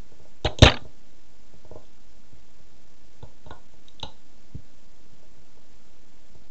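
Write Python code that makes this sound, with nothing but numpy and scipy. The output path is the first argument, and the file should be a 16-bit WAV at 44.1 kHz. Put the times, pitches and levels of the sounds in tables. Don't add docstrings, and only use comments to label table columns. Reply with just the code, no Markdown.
import sys
import numpy as np
from scipy import signal
from scipy.fft import rfft, irfft
from scipy.io import wavfile

SR = 44100
rng = np.random.default_rng(int(sys.argv[2]) if len(sys.argv) > 2 else 0)


def put_to_file(sound):
    columns = np.atleast_2d(sound).T
    safe = np.clip(columns, -1, 1)
    whole_steps = np.round(safe * 32767)
    wavfile.write(sys.argv[1], SR, whole_steps.astype(np.int16))


N = 286738
CUTOFF_HZ = 7650


def from_db(db):
    return 10 ** (np.asarray(db) / 20)


def unit_energy(x):
    return x / np.sqrt(np.sum(x ** 2) + 1e-20)


def at_hz(points, hz, axis=1):
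    points = np.array(points)
    return np.interp(np.log(hz), np.log(points[:, 0]), points[:, axis])


def dying(t, t60):
    return np.exp(-np.log(1000) * t / t60)


def contacts(times, levels_db, modes, grit, grit_s, scatter, centres_hz=None, q=1):
    t = np.arange(SR // 5) / SR
    out = np.zeros(N + len(t))
    hz, mode_db, t60 = np.transpose(modes)[:, :, None]
    signs = (-1) ** np.arange(len(modes))[:, None]
    for k, (s, db) in enumerate(zip(times, levels_db)):
        crunch = rng.standard_normal(len(t)) * dying(t, grit_s)
        force = grit * unit_energy(crunch)
        force[0] += 1
        if centres_hz is not None:
            force = signal.lfilter(*signal.iirpeak(centres_hz[k], q, fs=SR), force)
        pitches = hz * (1 + scatter * rng.standard_normal(hz.shape))
        partials = from_db(mode_db) * np.sin(2 * np.pi * pitches * t) * dying(t, t60)
        ring = np.sum(signs * partials, axis=0)
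        struck = unit_energy(signal.fftconvolve(force, ring)[:len(t)])
        at = int(s * SR)
        out[at:at + len(t)] += from_db(db) * struck
    return out[:N] * np.sqrt(SR / 100)


# (frequency [Hz], relative density [dB per Hz])
RUMBLE_SPECTRUM = [(4, 12), (12, 5), (25, -2.5), (50, -3), (90, -13), (140, -15), (200, -9.5), (320, -14),
                   (440, -18.5), (600, -19), (780, -22.5), (1100, -28.5), (3000, -31.5), (7200, -35)]
RUMBLE_DB = -53.5


def rumble():
    hz = np.maximum(np.fft.rfftfreq(N, 1 / SR), 1)
    passed = (hz > 2) & (hz < CUTOFF_HZ)
    spectrum = rfft(rng.standard_normal(N)) * from_db(at_hz(RUMBLE_SPECTRUM, hz)) * passed
    return from_db(RUMBLE_DB) * np.sqrt(N) * unit_energy(irfft(spectrum, N))


# (frequency [Hz], relative level [dB], t60 [s])
FLOOR_MODES = [(52.05, -2.5, 0.091), (74.2, 2.5, 0.057), (130, -1.5, 0.059), (178.3, -13, 0.095),
               (228, -11, .055), (297, -17.5, 0.084)]
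# (frequency [Hz], relative level [dB], t60 [s])
SOLE_MODES = [(346, -1, 0.038), (478, -2.5, 0.037), (608, -5, 0.056), (752, -5, 0.019), (903, -3, 0.024),
              (1033.5, -10, 0.024), (1437, -12.5, 0.022)]
SOLE_Q = 1.3
# (time [s], floor thud [dB], sole knock [dB])
SOFT_STEPS = [(0.117, -51, -51), (0.196, -50, -52.5), (0.212, -51, -56.5), (0.251, -55, -52.5),
              (0.815, -41, -58.5), (0.849, -40, -46.5), (1.535, -45, -53.5), (1.647, -49, -49.5),
              (1.711, -41, -40.5), (1.754, -42, -39), (2.326, -44.5, -59), (2.597, -52.5, -62),
              (3.735, -60, -56), (4.546, -29, -49), (5.120, -50.5, -65), (5.226, -64, -57),
              (5.376, -50.5, -60.5), (5.570, -61, -56), (6.349, -47, -53.5)]
SOFT_KNOCK_HZ, KNOCK_DB_PER_OCTAVE = 543, 26


def soft_steps():
    s, thud_db, knock_db = np.transpose(SOFT_STEPS)
    knock_hz = SOFT_KNOCK_HZ * 2 ** ((knock_db - thud_db) / KNOCK_DB_PER_OCTAVE)
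    thud = contacts(s, thud_db, FLOOR_MODES, grit=0.73, grit_s=0.14, scatter=0.022)
    knock = contacts(s, knock_db, SOLE_MODES, grit=0.82, grit_s=0.05, scatter=.015,
                     centres_hz=knock_hz, q=SOLE_Q)
    return knock - thud


SETTLE_SHARES = [0, .22, .55, 1]
THUD_LOSS_DB, KNOCK_LOSS_DB, CLICK_LOSS_DB = 8.5, 3, 2.44


def settling(s, settle_s, thud_db, knock_db, knock_hz, click_db, click_hz):
    touches = []
    for k, share in enumerate(SETTLE_SHARES):
        touches.append((s + share * settle_s, thud_db - k * THUD_LOSS_DB,
                        knock_db - k * KNOCK_LOSS_DB, knock_hz,
                        click_db - k * CLICK_LOSS_DB, click_hz))
    return touches


# (frequency [Hz], relative level [dB], t60 [s])
HEEL_MODES = [(2800, -2.5, 0.01004), (3235, -2, 0.013), (3620, 3.5, 0.014), (3930, 0, 0.014),
              (4140, -8, 0.0043), (6330, -7, 0.0085), (7370, -9, 0.0034)]
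# (time [s], settling time [s], floor thud [dB],
# sole knock [dB], knock centre [Hz], tip click [dB], click centre [Hz])
HEEL_STRIKES = [(0.446, 0.011, -18, -23.5, 648, -32.5, 5800), (0.5864, .002, -38, -37, 516, -35.5, 6160),
                (0.621, .036, -0.5, -13, 580, -14.5, 5554), (3.2256, 0.0037, -37, -41.5, 600, -58.5, 3650),
                (3.461, .022, -39, -48, 850, -62.5, 3300), (3.506, 0.0018, -41.5, -37, 1133, -50, 3700),
                (4.0282, 0.0044, -34.5, -37, 1150, -32.5, 3500)]


def heel_strikes():
    touches = [touch for strike in HEEL_STRIKES for touch in settling(*strike)]
    s, thud_db, knock_db, knock_hz, click_db, click_hz = np.transpose(touches)
    thud = contacts(s, thud_db, FLOOR_MODES, grit=0.52, grit_s=0.11, scatter=.015)
    knock = contacts(s, knock_db, SOLE_MODES, grit=0.68, grit_s=0.073, scatter=0.023,
                     centres_hz=knock_hz, q=SOLE_Q)
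    click = contacts(s, click_db, HEEL_MODES, grit=1.1, grit_s=0.027, scatter=.02,
                     centres_hz=click_hz, q=1.2)
    return knock + click - thud


# (frequency [Hz], relative level [dB], t60 [s])
CAR_MODES = [(764, -2.5, 0.02), (1241, -2.5, .009), (1556, -2, 0.011), (2000, -3.5, 0.0073),
             (2380, -3.5, 0.0073), (2965, -7, 0.02), (3210, -3.5, 0.0059), (3840, -2, 0.018),
             (4120, -8.5, .006), (6480, -12.5, 0.0023)]
# (time [s], length [s], level [dB])
JOLTS = [(0.4557, .017, -27.5), (0.628, .01, -12), (0.6547, .03, -16.5)]
CHATTER_GAP_S, CHATTER_LOSS_DB, CHATTER_HZ = 0.0059, 0.44, 2250
BUZZ_S = .025


def toy_car():
    bounces = []
    for s, length, db in JOLTS:
        for k, delay in enumerate(np.arange(0, length, CHATTER_GAP_S)):
            bounces.append((s + delay, db - k * CHATTER_LOSS_DB, CHATTER_HZ))
    s, level_db, centre_hz = np.transpose(bounces + rocking(count=4))
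    return contacts(s, level_db, CAR_MODES, grit=3.8, grit_s=BUZZ_S, scatter=0.096,
                    centres_hz=centre_hz, q=0.71)


ROCK_START_S, ROCK_GAP_S, ROCK_SLOWING = .6955, .0208, 1.15
ROCK_DB, ROCK_LOSS_DB, ROCK_HZ = -24, 4, 1738


def rocking(count):
    landings = []
    for k in range(count):
        elapsed_s = ROCK_GAP_S * np.sum(ROCK_SLOWING ** np.arange(k))
        landings.append((ROCK_START_S + elapsed_s, ROCK_DB - k * ROCK_LOSS_DB, ROCK_HZ))
    return landings


# (time [s], level [dB], centre frequency [Hz])
TIP_TICKS = [(1.851, -64, 3730), (3.8827, -48, 5330), (3.997, -42.5, 3670)]


def tip_ticks():
    s, level_db, centre_hz = np.transpose(TIP_TICKS)
    return contacts(s, level_db, HEEL_MODES, grit=1.1, grit_s=0.018, scatter=0.029,
                    centres_hz=centre_hz, q=2.1)


# (frequency [Hz], level against the direct sound [dB], t60 [s])
ROOM_TAIL = [(60, -19, 0.13), (200, -10, 0.31), (500, -6.5, 0.27), (1010, -2, 0.28), (2120, -10, 0.11),
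             (3004, -11, 0.17), (3800, -9, 0.3), (7000, -9, 0.18)]


def room(x, build_s):
    t = np.arange(2 * SR // 3) / SR
    edges = np.geomspace(40, 9000, 13)
    build_up = 1 - np.exp(-(t / build_s) ** 2)
    tail = 0
    for low, high in zip(edges, edges[1:]):
        hz = np.sqrt(low * high)
        band_pass = signal.butter(2, [low, high], "band", fs=SR, output="sos")
        band = signal.sosfilt(band_pass, rng.standard_normal(len(t)))
        band = unit_energy(band * dying(t, at_hz(ROOM_TAIL, hz, axis=2)) * build_up)
        tail = tail + band * from_db(at_hz(ROOM_TAIL, hz)) * np.sqrt(2 * (high - low) / SR)
    return signal.fftconvolve(x, tail)[:N]


TICK_ROOM_DB, CAR_ROOM_DB = -5.5, -10


def scene():
    steps = heel_strikes() + soft_steps()
    ticks = tip_ticks()
    car = toy_car()
    to_room = steps + from_db(TICK_ROOM_DB) * ticks + from_db(CAR_ROOM_DB) * car
    reflections = room(to_room, build_s=.008)
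    return (steps + ticks + car + reflections + rumble())[None]


INPUT_OFFSET = .037
CONVERTER_HZ, CONVERTER_STEP = 16000, 1 / 512


def record(dry):
    sampled = signal.resample(dry + INPUT_OFFSET, round(N * CONVERTER_HZ / SR), axis=1)
    clipped = np.clip(sampled, -.93, .93)
    stepped = np.round(clipped / CONVERTER_STEP) * CONVERTER_STEP
    smooth = signal.resample(stepped - INPUT_OFFSET, N, axis=1)
    low_pass = signal.cheby1(12, .2, CUTOFF_HZ, fs=SR, output="sos")
    return INPUT_OFFSET + signal.sosfilt(low_pass, smooth)


dry = scene()
out = record(dry)
put_to_file(out)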